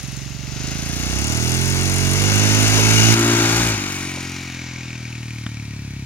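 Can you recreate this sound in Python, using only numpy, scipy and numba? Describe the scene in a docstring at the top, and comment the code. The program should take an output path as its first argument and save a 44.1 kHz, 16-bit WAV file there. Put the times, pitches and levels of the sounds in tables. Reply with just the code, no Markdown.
"""First a motorcycle idles to the fore; it pulls away over a dry field, passes about 7 m off and eases away.
Each firing of its single four-stroke cylinder rings the silencer and puffs gas; the intake gulps and honks.
Random knocks at repeating crank angles make the valve clatter; random cracks make the stubble under the tyres.
Close to the pass the two-port stereo image snaps from lopsided (bass right, hiss left) to centred.
A pop, loose metal and jolts from the ground stand out over rolling rumble and faint open air."""
import sys
import numpy as np
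from scipy import signal
from scipy.fft import rfft, irfft, next_fast_len
from scipy.io import wavfile
from scipy.ndimage import uniform_filter1d, map_coordinates
from numba import njit

SR = 44100
rng = np.random.default_rng(int(sys.argv[2]) if len(sys.argv) > 2 else 0)


def generate_wav(sig):
    """Save sig (samples, or channels by samples) to the path in sys.argv[1] as 16-bit PCM at SR."""
    pcm = np.round(np.clip(np.atleast_2d(sig).T, -1, 1) * 32767).astype(np.int16)
    wavfile.write(sys.argv[1], SR, pcm)


N = 267141
TIME = np.arange(N) / SR

# two weak firings, a brief burble as the throttle eases: (time [s], level [dB])
WEAK_FIRINGS = [(3.724, -6), (3.76, -8)]
# pipe resonances at 45 firings per second: (centre [Hz], width [Hz], level [dB])
TAILPIPE_MODES = [(217, 1400, -2), (265, 96, 5.5), (319.4, 9.9, 4), (372.5, 58, 1.5)]
# growl of the tailpipe's mouth as it points at the listener: (time [s], level [dB])
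GROWL_LEVEL = [(2.7, -66), (3.05, -40), (3.2, -20), (3.42, -22.5), (3.64, -36), (3.8, -70), (4.2, -80)]
# air box, then intake duct: (centre [Hz], width [Hz])
INTAKE_MODES = [(46, 13.6), (156, 370)]
# the rider's hand: (time [s], throttle opening [0-1])
THROTTLE_OPENING = [(0, .62), (.4, 0.41), (.55, 0.65), (.68, 0.89), (.8, 0.79), (1.17, 1), (1.55, 0.98),
                    (2.1, 0.86), (2.3, 1), (3.63, 0.93), (3.8, 0.62)]


def exhaust_note(cycle, rate_hz, rear, boom_db, bark_db, gulp_db):
    """Each blowdown rings the silencer; a third of a cycle later the intake sucks on the air box."""
    fired = np.interp(np.arange(1, int(cycle[-1]) + 1), cycle, TIME) - .00333
    size_chance, time_chance = rng.standard_normal((len(fired), 2)).T
    size_db = .5 * size_chance + sum(db * (abs(fired - s) < .01) for s, db in WEAK_FIRINGS)
    pulses = clicks(fired + .00005 * time_chance, undb(size_db))

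    # the boom sits a little lower the faster the engine runs
    boom = swept(pulses, 115.2 * (45 / rate_hz) ** 0.18, 20.0)
    # faster running heats the gas, which raises the pipe's resonances
    heat = (rate_hz / 45) ** 0.24
    bark = sum(undb(db) * swept(pulses, hz * heat, float(width)) for hz, width, db in TAILPIPE_MODES)
    bark = lowpass(resonance(bark, hz=323, width_hz=1030), hz=435, order=6)

    # one long-ringing resonance takes over a little from the broad bark
    growl_gain = undb(curves(GROWL_LEVEL)[0])
    growl = steady(resonance(bark, hz=317.6, width_hz=40)) * growl_gain
    bark = steady(colour(bark, [(290, 2.0), (365, 1.0), (440, -10), (520, 13.5)]))
    bark = bark * (1 - 0.13 * growl_gain / growl_gain.max())

    # the suction follows at a fixed crank angle plus its travel through the duct
    suction = -window(cycle - 0.0011 * rate_hz, centre=0.33, width=0.038)
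    # slow cycles leave the small duct time to ring; at speed the big air box takes over
    (box_hz, box_width), (duct_hz, duct_width) = INTAKE_MODES
    duct_gain = (30 / rate_hz) ** 2 * undb(-19.5)
    gulp = resonance(suction, box_hz, box_width) + duct_gain * resonance(suction, duct_hz, duct_width)

    # the intake valve opens with a jolt once a cycle, and the snorkel honks forwards
    opened = np.interp(np.arange(int(cycle[-1])) + 0.102, cycle, TIME)
    honk = clicks(opened, np.ones(len(opened)))
    for _ in range(2):
        honk = resonance(honk, hz=419, width_hz=92)
    honk_gain = undb(gulp_db - 12) * (1 - rear) * curves(THROTTLE_OPENING)[0] ** 2

    note = steady(boom) * undb(boom_db) + bark * undb(bark_db + 1.0) + steady(gulp) * undb(gulp_db + 1.5)
    note = note + growl + steady(honk) * honk_gain
    # small openings radiate little deep bass, and the packing absorbs the top
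    return colour(note, [(22, -38), (45, -18.0), (65, 1.5), (400, -2), (500, -20.0), (900, -16)])


# colours of the noisy parts, each: (frequency [Hz], gain [dB])
RASP_COLOUR = [(15, -36), (35, -4), (150, -2), (300, 4), (490, -6), (620, -3), (820, -1), (1020, -1.5),
               (1400, 2), (1700, 0.5), (2100, -27), (4000, -27)]
# engine case
CASE_COLOUR = [(1200, -41), (1780, 5), (1930, 11), (2020, 7), (2150, 12.5), (2300, 8), (2480, 8),
               (2650, 10), (2790, 10.5), (2950, 8.5), (3300, -2), (3900, -1.5), (5000, -22)]
# metal clatter
CLATTER_COLOUR = [(2200, -65), (3300, 3.5), (4100, 2), (4800, 2), (5800, 1.5), (6800, 4.5), (7500, -2.5),
                  (8100, -11.5), (11000, -61)]
# valve ticks
TICK_COLOUR = [(6000, -69), (8000, 5), (9100, 11), (10800, 4.5), (12000, 1), (13200, -14), (16000, -23.5)]
# gas hissing through the tailpipe
PUFF_COLOUR = [(200, -44), (600, -17.5), (1500, -13.5), (1820, -9), (2020, -10.5), (2230, 0), (2480, -0.5),
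               (2750, -7.5), (3300, -14), (4000, -10), (4950, -13), (5700, -10), (6400, -17), (9000, -52)]


def engine_noise(cycle, rear, rasp_db, ring_db, clatter_db, tick_db):
    """Metal clatter dominates from the front, puffs of exhaust gas from behind."""
    gas = rng.standard_normal((5, N))
    # no two blowdowns or valve closings are equally strong
    force_per_cycle = undb(2 * rng.standard_normal((int(cycle[-1]) + 2, 2)))
    blow_force, valve_force = force_per_cycle[(cycle + .5).astype(int)].T
    blowdown = blow_force * window(cycle, centre=-0.078, width=0.029)
    outflow = window(cycle, centre=0.08, width=0.26)
    valves = valve_force * window(cycle, centre=-0.21, width=0.038)
    front = np.sqrt(np.clip(1 - rear ** 2, .01, 1))

    rasp = 0.96 * valve_gear(cycle, count=40, scatter_db=2.5, slop_s=.00003)
    rasp = rasp + gas[0] * (0.5 + rear * (blowdown + 0.38 * outflow))
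    case = 0.92 * valve_gear(cycle, count=48, scatter_db=3.0, slop_s=.000015)
    case = case + gas[1] * (1.1 + 0.18 * rear * blowdown)
    clatter = 1.9 * valve_gear(cycle, count=90, scatter_db=3.0, slop_s=.000015)
    clatter = clatter + gas[2] * (1.65 + 0.21 * outflow + rear * (blowdown + .5 * outflow))

    # the metal is loudest as the exhaust valve opens and while the gas flows, and rests during the intake
    load = 1 + 0.4 * valves + 0.4 * outflow
    case, clatter = case * load, clatter * load
    # the valves stand out only from the front
    valve_share = 4.1 * np.clip(1 - 4.0 * rear, 0, 1)
    tick = gas[3] * (1 + valve_share * valves + .5 * outflow + 2.4 * rear * blowdown)

    # gas hisses through the tailpipe, and each blowdown strikes its metal with a short chink
    flow = gas[4] + 1.2 * valve_gear(cycle, count=120, scatter_db=2.0, slop_s=.00001)
    jet = flow * (1 + blowdown + 0.058 * outflow)
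    jet = steady(colour(spread(jet, width=0.088), PUFF_COLOUR))
    chink = shell_ring(cycle, scatter_db=4.5, buzz=0.014)

    rasp = steady(colour(spread(rasp, width=0.61), RASP_COLOUR))
    case = steady(colour(spread(case, width=0.45), CASE_COLOUR))
    clatter = steady(colour(spread(clatter, width=1.0), CLATTER_COLOUR))
    tick = steady(colour(spread(tick, width=16.0), TICK_COLOUR))
    return (rasp * undb(rasp_db + 1.73)
            + case * undb(ring_db + 1.45) * front
            + (jet * undb(1.5) + chink * undb(-3.5)) * undb(ring_db) * rear
            + clatter * undb(clatter_db - 3.0) * np.sqrt(front)
            + tick * undb(tick_db - 1.0))


def valve_gear(cycle, count, scatter_db, slop_s):
    """Knocks near the same crank angles in every cycle; strengths drift over a few cycles and scatter in each."""
    angles = (np.arange(count) + rng.random(count)) / count
    turns = np.arange(int(cycle[-1]) + 1)[:, None] + angles
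    times = np.interp(turns, cycle, TIME) + slop_s * rng.standard_normal(turns.shape)
    drift = np.tanh(4 * uniform_filter1d(rng.standard_normal(turns.shape), size=13, axis=0))
    return steady(clicks(times, drift * undb(scatter_db * rng.standard_normal(turns.shape))))


# ringing of the silencer's metal shell: (centre [Hz], width [Hz], level [dB])
SHELL_MODES = [(1590, 11, 7), (1890, 14, 18), (2240, 89, 11), (2450, 82, -11), (4790, 88, -1),
               (5940, 95, 4.5), (6560, 250, -16)]


def shell_ring(cycle, scatter_db, buzz):
    """Each blowdown strikes the silencer's shell once; gas noise keeps it buzzing faintly."""
    turns = np.arange(1, int(cycle[-1]) + 1)
    size_chance, time_chance = rng.standard_normal((len(turns), 2)).T
    struck = np.interp(turns - 0.12, cycle, TIME) + 0.000175 * time_chance
    blows = clicks(struck, undb(scatter_db * size_chance))
    gas = rng.standard_normal((2, N)) * buzz * (0.74 + window(cycle, centre=-0.032, width=0.1))
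    drive = blows + gas
    return steady(sum(undb(db) * resonance(drive, hz, width) for hz, width, db in SHELL_MODES))


# colour of the pop's crack: (frequency [Hz], gain [dB])
CRACK_COLOUR = [(300, -12), (700, -7), (1000, -21), (1350, -2), (1900, -1), (2200, -5), (3600, -4),
                (4200, -24), (8000, -24), (14000, -40)]
POP_S, POP_THUMP_S, POP_THUMP_DB, POP_CRACK_DB = 5.465, 0.0014, -17, -15


def pop():
    """Unburnt fuel goes off in the pipe: one short pressure swing with a sharp crack on it."""
    age = (TIME - POP_S - 0.0011) / POP_THUMP_S
    thump = (age ** 2 - 1) * np.exp(-.5 * age ** 2)
    after_s = np.maximum(TIME - POP_S, 0)
    spit = 0.16 * rng.standard_normal(N) * (after_s > 0) * np.exp(-after_s / 0.0025)
    crack = colour(clicks([POP_S], [1]) + spit, CRACK_COLOUR)
    return thump * undb(POP_THUMP_DB) + crack / abs(crack).max() * undb(POP_CRACK_DB)


# rough ground and a brief metallic ring:
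# (time [s], peak level [dB], centre [Hz], width of each resonance pass [Hz], decay [s])
GROUND_KNOCKS = [(0.168, -27, 6860, 7990, 0.00083), (2.78, -14, 5500, 7000, 0.0018),
                 (2.785, -16, 780, 646, 0.0092), (2.964, -18.5, 2836, 67, 0.095),
                 (4.172, -26, 591.5, 390, 0.0094)]
# loose metal chinking on the silencer: (time [s], relative level [dB])
LOOSE_METAL = [(4.5915, -22), (4.6865, -28), (4.711, -27), (4.736, -34), (4.76, -24), (4.8084, -25),
               (4.8318, -26), (4.9045, -26), (4.9296, -27), (4.9536, -26), (5.0522, -28), (5.0776, -31),
               (5.1275, -24), (5.153, -25), (5.2298, -25), (5.3061, -22), (5.3837, -27), (5.4358, -34),
               (5.57, -25), (5.5974, -29), (5.6513, -29), (5.792, -34), (5.9631, -30), (6.023, -33)]
# valve ticks that stand out on the approach: (time [s], relative level [dB], ring [Hz])
STRONG_TICKS = [(0.8896, -26, 9860), (1.371, -24, 9010), (1.4938, -15, 10200), (1.5177, -16, 8700),
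                (1.5412, -17, 8930), (1.6555, -18, 9170), (1.6988, -16, 9280), (1.7866, -21, 9030),
                (1.832, -17, 8870), (1.8971, -15, 9140), (1.9388, -17, 10200), (1.9597, -19, 9210),
                (1.9822, -18, 10300), (2.0026, -22, 9170), (2.1119, -17, 9260), (2.1338, -18, 10200)]


def knocks():
    """Jolts from the ground, the loose metal and the loudest valve ticks, each a ringing puff of noise."""
    jolts = sum(burst(*row) for row in GROUND_KNOCKS)
    chinks = sum(burst(s, db, hz=2380, width_hz=480, decay_s=0.0004) for s, db in LOOSE_METAL)
    ticks = sum(burst(s, db, hz, width_hz=3000, decay_s=0.0006) for s, db, hz in STRONG_TICKS)
    return jolts + chinks * undb(-0.5) + ticks * undb(-2.5)


def burst(s, db, hz, width_hz, decay_s):
    """A puff of noise that dies away at once, ringing one steep resonance."""
    start = int(s * SR)
    age = TIME[:SR // 4]
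    ring = rng.standard_normal(len(age)) * np.exp(-age / decay_s)
    # twice through, for steeper sides
    ring = resonance(resonance(ring, hz, width_hz), hz, width_hz)
    return np.pad(undb(db) * ring / abs(ring).max(), (start, N))[:N]


def stubble(treble_db, per_second, db):
    """Dry stalks snap under the tyres: many small cracks, a few large."""
    when, size = rng.random((int(per_second * N / SR), 2)).T
    cracks = clicks(when * N / SR, 1 / np.sqrt(size + .02))
    cracks = colour(spread(cracks, width=1.0), [(500, -35), (2000, -20), (7000, 10), (15000, -1.5)])
    return cracks / cracks.std() * undb(treble_db + db)


def low_rumble(rasp_db):
    """Turbulence and rolling tyres fill the valleys between the engine's lines, over faint open air."""
    rolling = spread(rng.standard_normal(N), width=0.99)
    rolling = steady(colour(rolling, [(20, -34), (60, -21), (300, -7), (550, -17), (1000, -31.0)]))
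    air = rng.standard_normal((2, N))
    air = steady(colour(air, [(20, 5), (100, 3.0), (500, -15.5), (4000, -9.5), (15000, -28)]))
    return rolling * undb(rasp_db - 13.0) + air * undb(-47.5)


# relative level of each part before its trim in the mix: (base at the nearest point on full throttle [dB],
# loss per doubling of distance [dB], throttle shut [dB], from behind [dB], in the pipe's beam [dB])
PART_LEVELS = { "bark": (-23.5, 7.5, -17, -4, 1.1), "rasp": (-21.5, 10, -16.5, -12.5, 5.5),
               "ring": (-25, 9.5, -13.5, -2, 1), "clatter": (-22.5, 7.5, -16.5, -4, 6)}
# a straight line past the microphone
SPEED_M_S, PASSES_S, NEAREST_M = 7.2, 3.377, 6.93
# the tailpipe points back and a little outwards: its beam sweeps the listener just after the pass
REAR_FOCUS, BEAM_AT_M, BEAM_WIDTH_M = 1.25, 1.6, 3.35


def ride():
    """Distance, throttle and the way the tailpipe points set the level of the parts in the table."""
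    along_m = SPEED_M_S * (TIME - PASSES_S)
    distance_m = np.hypot(along_m, NEAREST_M)
    # near 0 when heard from ahead of the bike, near 1 from behind
    rear = ((1 + along_m / distance_m) / 2) ** REAR_FOCUS
    beam = np.exp(-((along_m - BEAM_AT_M) / BEAM_WIDTH_M) ** 2)
    doublings = np.log2(distance_m / NEAREST_M)
    shut = 1 - np.clip(curves(THROTTLE_OPENING)[0], 0, 1)
    levels_db = {}
    for part, (db, fall_db, shut_db, rear_db, beam_db) in PART_LEVELS.items():
        levels_db[part] = db - fall_db * doublings + shut_db * shut + rear_db * rear + beam_db * beam
    return rear, levels_db


# reflections shift as the listener turns to follow the bike:
# (time [s], delay off the hand [ms], delay off the body [ms])
CLOSE_REFLECTIONS = [(0.7, .87, 1.52), (1.35, .72, 1.41), (1.9, .84, 1.47), (2.9, .67, 1.3),
                     (4.2, .61, 1.33), (5.2, .61, 1.31), (6.06, .64, 1.2)]


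def reflected(x, hand_db, body_db):
    """Two close, moving reflections at the microphone comb the hiss into sliding bands."""
    def delayed(ms):
        at = (TIME - ms / 1000) * SR
        return np.array([map_coordinates(port, [at], order=3) for port in x])

    hand, body = [delayed(ms) for ms in curves(CLOSE_REFLECTIONS)]
    heard = x - undb(hand_db) * hand + undb(body_db) * body
    return heard / np.sqrt(1 + undb(hand_db) ** 2 + undb(body_db) ** 2)


def undb(db):
    """Decibels to gain."""
    return 10 ** (np.asarray(db) / 20)


def curves(rows):
    """The columns of a table, joined by straight lines in time."""
    s, *columns = np.transpose(rows)
    return [np.interp(TIME, s, c) for c in columns]


def steady(x):
    """Scale a sound to a running rms of 1, keeping the beat of single firings."""
    power = uniform_filter1d(uniform_filter1d(x ** 2, size=5800), size=3900)
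    return x / np.sqrt(np.atleast_2d(power).mean(axis=0) + 1e-14)


def resonance(x, hz, width_hz):
    """One resonance with gain 1 at its centre."""
    return signal.lfilter(*signal.iirpeak(hz, hz / width_hz, fs=SR), x)


@njit
def swept(x, hz, width_hz):
    """A resonance whose centre moves, gain 1 at the centre (state-variable filter)."""
    y, band, low = np.empty(len(x)), 0., 0.
    for i in range(len(x)):
        g, k = np.tan(np.pi * hz[i] / SR), width_hz / hz[i]
        v = (band + g * (x[i] + 1e-18 - low)) / (1 + g * (g + k))
        band, low, y[i] = 2 * v - band, low + 2 * g * v, k * v
    return y


def lowpass(x, hz, order):
    """Butterworth low-pass."""
    return signal.sosfilt(signal.butter(order, hz, fs=SR, output="sos"), x)


def colour(x, points):
    """Filter by (frequency [Hz], gain [dB]) points on a log-frequency axis."""
    size = next_fast_len(N + 4096)
    hz, db = np.transpose(points)
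    bins = np.maximum(np.arange(size // 2 + 1) * SR / size, 1)
    gain = undb(np.interp(np.log(bins), np.log(hz), db))
    return irfft(rfft(x, size) * gain, size)[..., :N]


def clicks(times, sizes):
    """Impulses at the given times, each shared between two samples."""
    at = np.ravel(times) * SR
    keep = (at > 0) & (at < N - 2)
    at, sizes = at[keep], np.ravel(sizes)[keep]
    whole = at.astype(int)
    part = at - whole
    return np.bincount(whole, sizes * (1 - part), N) + np.bincount(whole + 1, sizes * part, N)


def window(cycle, centre, width):
    """A smooth gate that opens once in each engine cycle; centre and width in cycles."""
    offset = (cycle - centre + .5) % 1 - .5
    return np.exp(-.5 * (offset / width) ** 2)


def spread(x, width):
    """Two ports hear the same sound plus unlike scatter from the ground, which follows its envelope."""
    envelope = np.sqrt(np.maximum(uniform_filter1d(x ** 2, size=60), 0))
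    return x + width * envelope * rng.standard_normal((2, N))


def phase_shift(x, points):
    """Advance the phase by (frequency [Hz], lead [rad]) points."""
    bins = np.arange(N // 2 + 1) * SR / N
    lead_rad = np.interp(bins, *np.transpose(points))
    return irfft(rfft(x) * np.exp(1j * lead_rad), N)


# engine speed: idle, pulling away, a brief hesitation, a long slowing: (time [s], firings per second [Hz])
FIRING_RATE = [(0.0, 22.05), (0.49, 23.39), (0.7, 26.66), (1.13, 31.25), (1.28, 38.12), (1.67, 44.94),
               (1.97, 46.75), (2.1, 45.64), (2.22, 49.77), (2.49, 52.83), (2.71, 52.92), (3.26, 57.58),
               (3.5, 56.16), (3.63, 58.09), (3.83, 48.63), (4.16, 44.5), (4.4, 44.53), (4.56, 42.6),
               (5.41, 38.27), (6.06, 33.26)]
# relative levels of the bass: (time [s], silencer boom [dB], intake gulp [dB])
BASS_LEVELS = [(0, -39, -36), (.45, -39, -32), (.7, -36, -30), (.9, -34, -31.5), (1.2, -39, -26),
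               (1.33, -31, -28.5), (1.7, -30, -20), (2.1, -27.5, -20.5), (2.4, -24.5, -25.5),
               (2.85, -25.5, -23.5), (3.13, -20, -25), (3.17, -23, -28), (3.45, -24.5, -29),
               (3.65, -26, -24), (3.755, -27, -28), (3.82, -34.5, -44), (4.6, -36, -41), (5.3, -31, -47),
               (6.06, -30.5, -39)]
# relative level of the valve ticks and stubble: (time [s], level [dB])
TREBLE_LEVEL = [(0, -49.5), (.42, -64), (.68, -50.5), (1.3, -40.5), (2.7, -35), (3.66, -33), (3.79, -44),
                (3.98, -41), (4.4, -51), (4.7, -61), (5.25, -55.5), (6.06, -61.5)]
# the bike's bearing from the microphone: (time [s], lead of the left port [ms])
BEARING_LEAD = [(0, -0.052), (1.3, 0.13), (2.9, 0.11), (3.3, 0.089), (3.85, 0.082), (4.6, -0.026),
                (6.06, -0.07)]


def scene():
    """The engine cycle times the engine's layers; the bike's bearing sets which port hears it first."""
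    rate_hz, = curves(FIRING_RATE)
    cycle = np.cumsum(rate_hz) / SR + .091
    rear, db = ride()
    boom_db, gulp_db = curves(BASS_LEVELS)
    treble_db, = curves(TREBLE_LEVEL)
    lead_ms, = curves(BEARING_LEAD)
    note = exhaust_note(cycle, rate_hz, rear, boom_db, db["bark"], gulp_db)
    noise = engine_noise(cycle, rear, db["rasp"], db["ring"], db["clatter"], treble_db)
    bike = note + reflected(noise, hand_db=-35.0, body_db=-20)
    ground = stubble(treble_db, per_second=290, db=-2.0)
    left, right = bike + ground + knocks() + pop() + low_rumble(db["rasp"])
    left_at = np.arange(N) + lead_ms * SR / 1000
    return np.array([map_coordinates(left, [left_at], order=3, mode="nearest"), right])


# port responses before and after the image snaps, each: (frequency [Hz], left gain [dB], right gain [dB])
LOPSIDED_PORTS = [(58, -11, 6), (154, -7.5, 9.5), (210, -9, 7), (312, -5.5, 5), (466, 2.5, 3.5),
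                  (820, -0.2, 2.5), (1300, -1, -3), (2480, 6.5, 1), (3580, 5, 3.5), (6150, 13.5, 1),
                  (7450, 7.5, 0), (10250, 3, 8.5), (13200, 6, 9), (15500, -13, 6.5)]
# after the snap
CENTRED_PORTS = [(60, 0.11, -1.4), (344, 0.23, 0.5), (520, 0.17, -4), (850, 0.29, -0.5), (1490, 1.2, -3.5),
                 (2420, 1.2, -2), (4070, 1.25, -1.5), (7500, 4.7, -1), (8100, 0.36, 0.5), (15500, 0.71, 3)]
# in the midrange the left port runs ahead of the right: (frequency [Hz], lead [rad])
LEFT_PORT_LEAD = [(450, 0.036), (1000, 0.7), (1700, 0.65), (2400, 0.065)]
SNAP_S, TOP_HZ = 3.145, 15900


def record(dry):
    """Each microphone port has its own colour, which switches within a few milliseconds; the top is cut."""
    dry = [phase_shift(dry[0], LEFT_PORT_LEAD), dry[1]]

    def through(ports):
        ports = np.array(ports)
        return np.array([colour(dry[k], ports[:, [0, k + 1]]) for k in range(2)])

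    before, after = through(LOPSIDED_PORTS), through(CENTRED_PORTS)
    snapped = np.clip((TIME - SNAP_S) / 0.0038 + .5, 0, 1)
    heard = np.clip(before + snapped * (after - before), -1, 1)
    return signal.sosfilt(signal.ellip(10, .2, 80, TOP_HZ, fs=SR, output="sos"), heard)


dry = scene()
out = record(dry)
generate_wav(out)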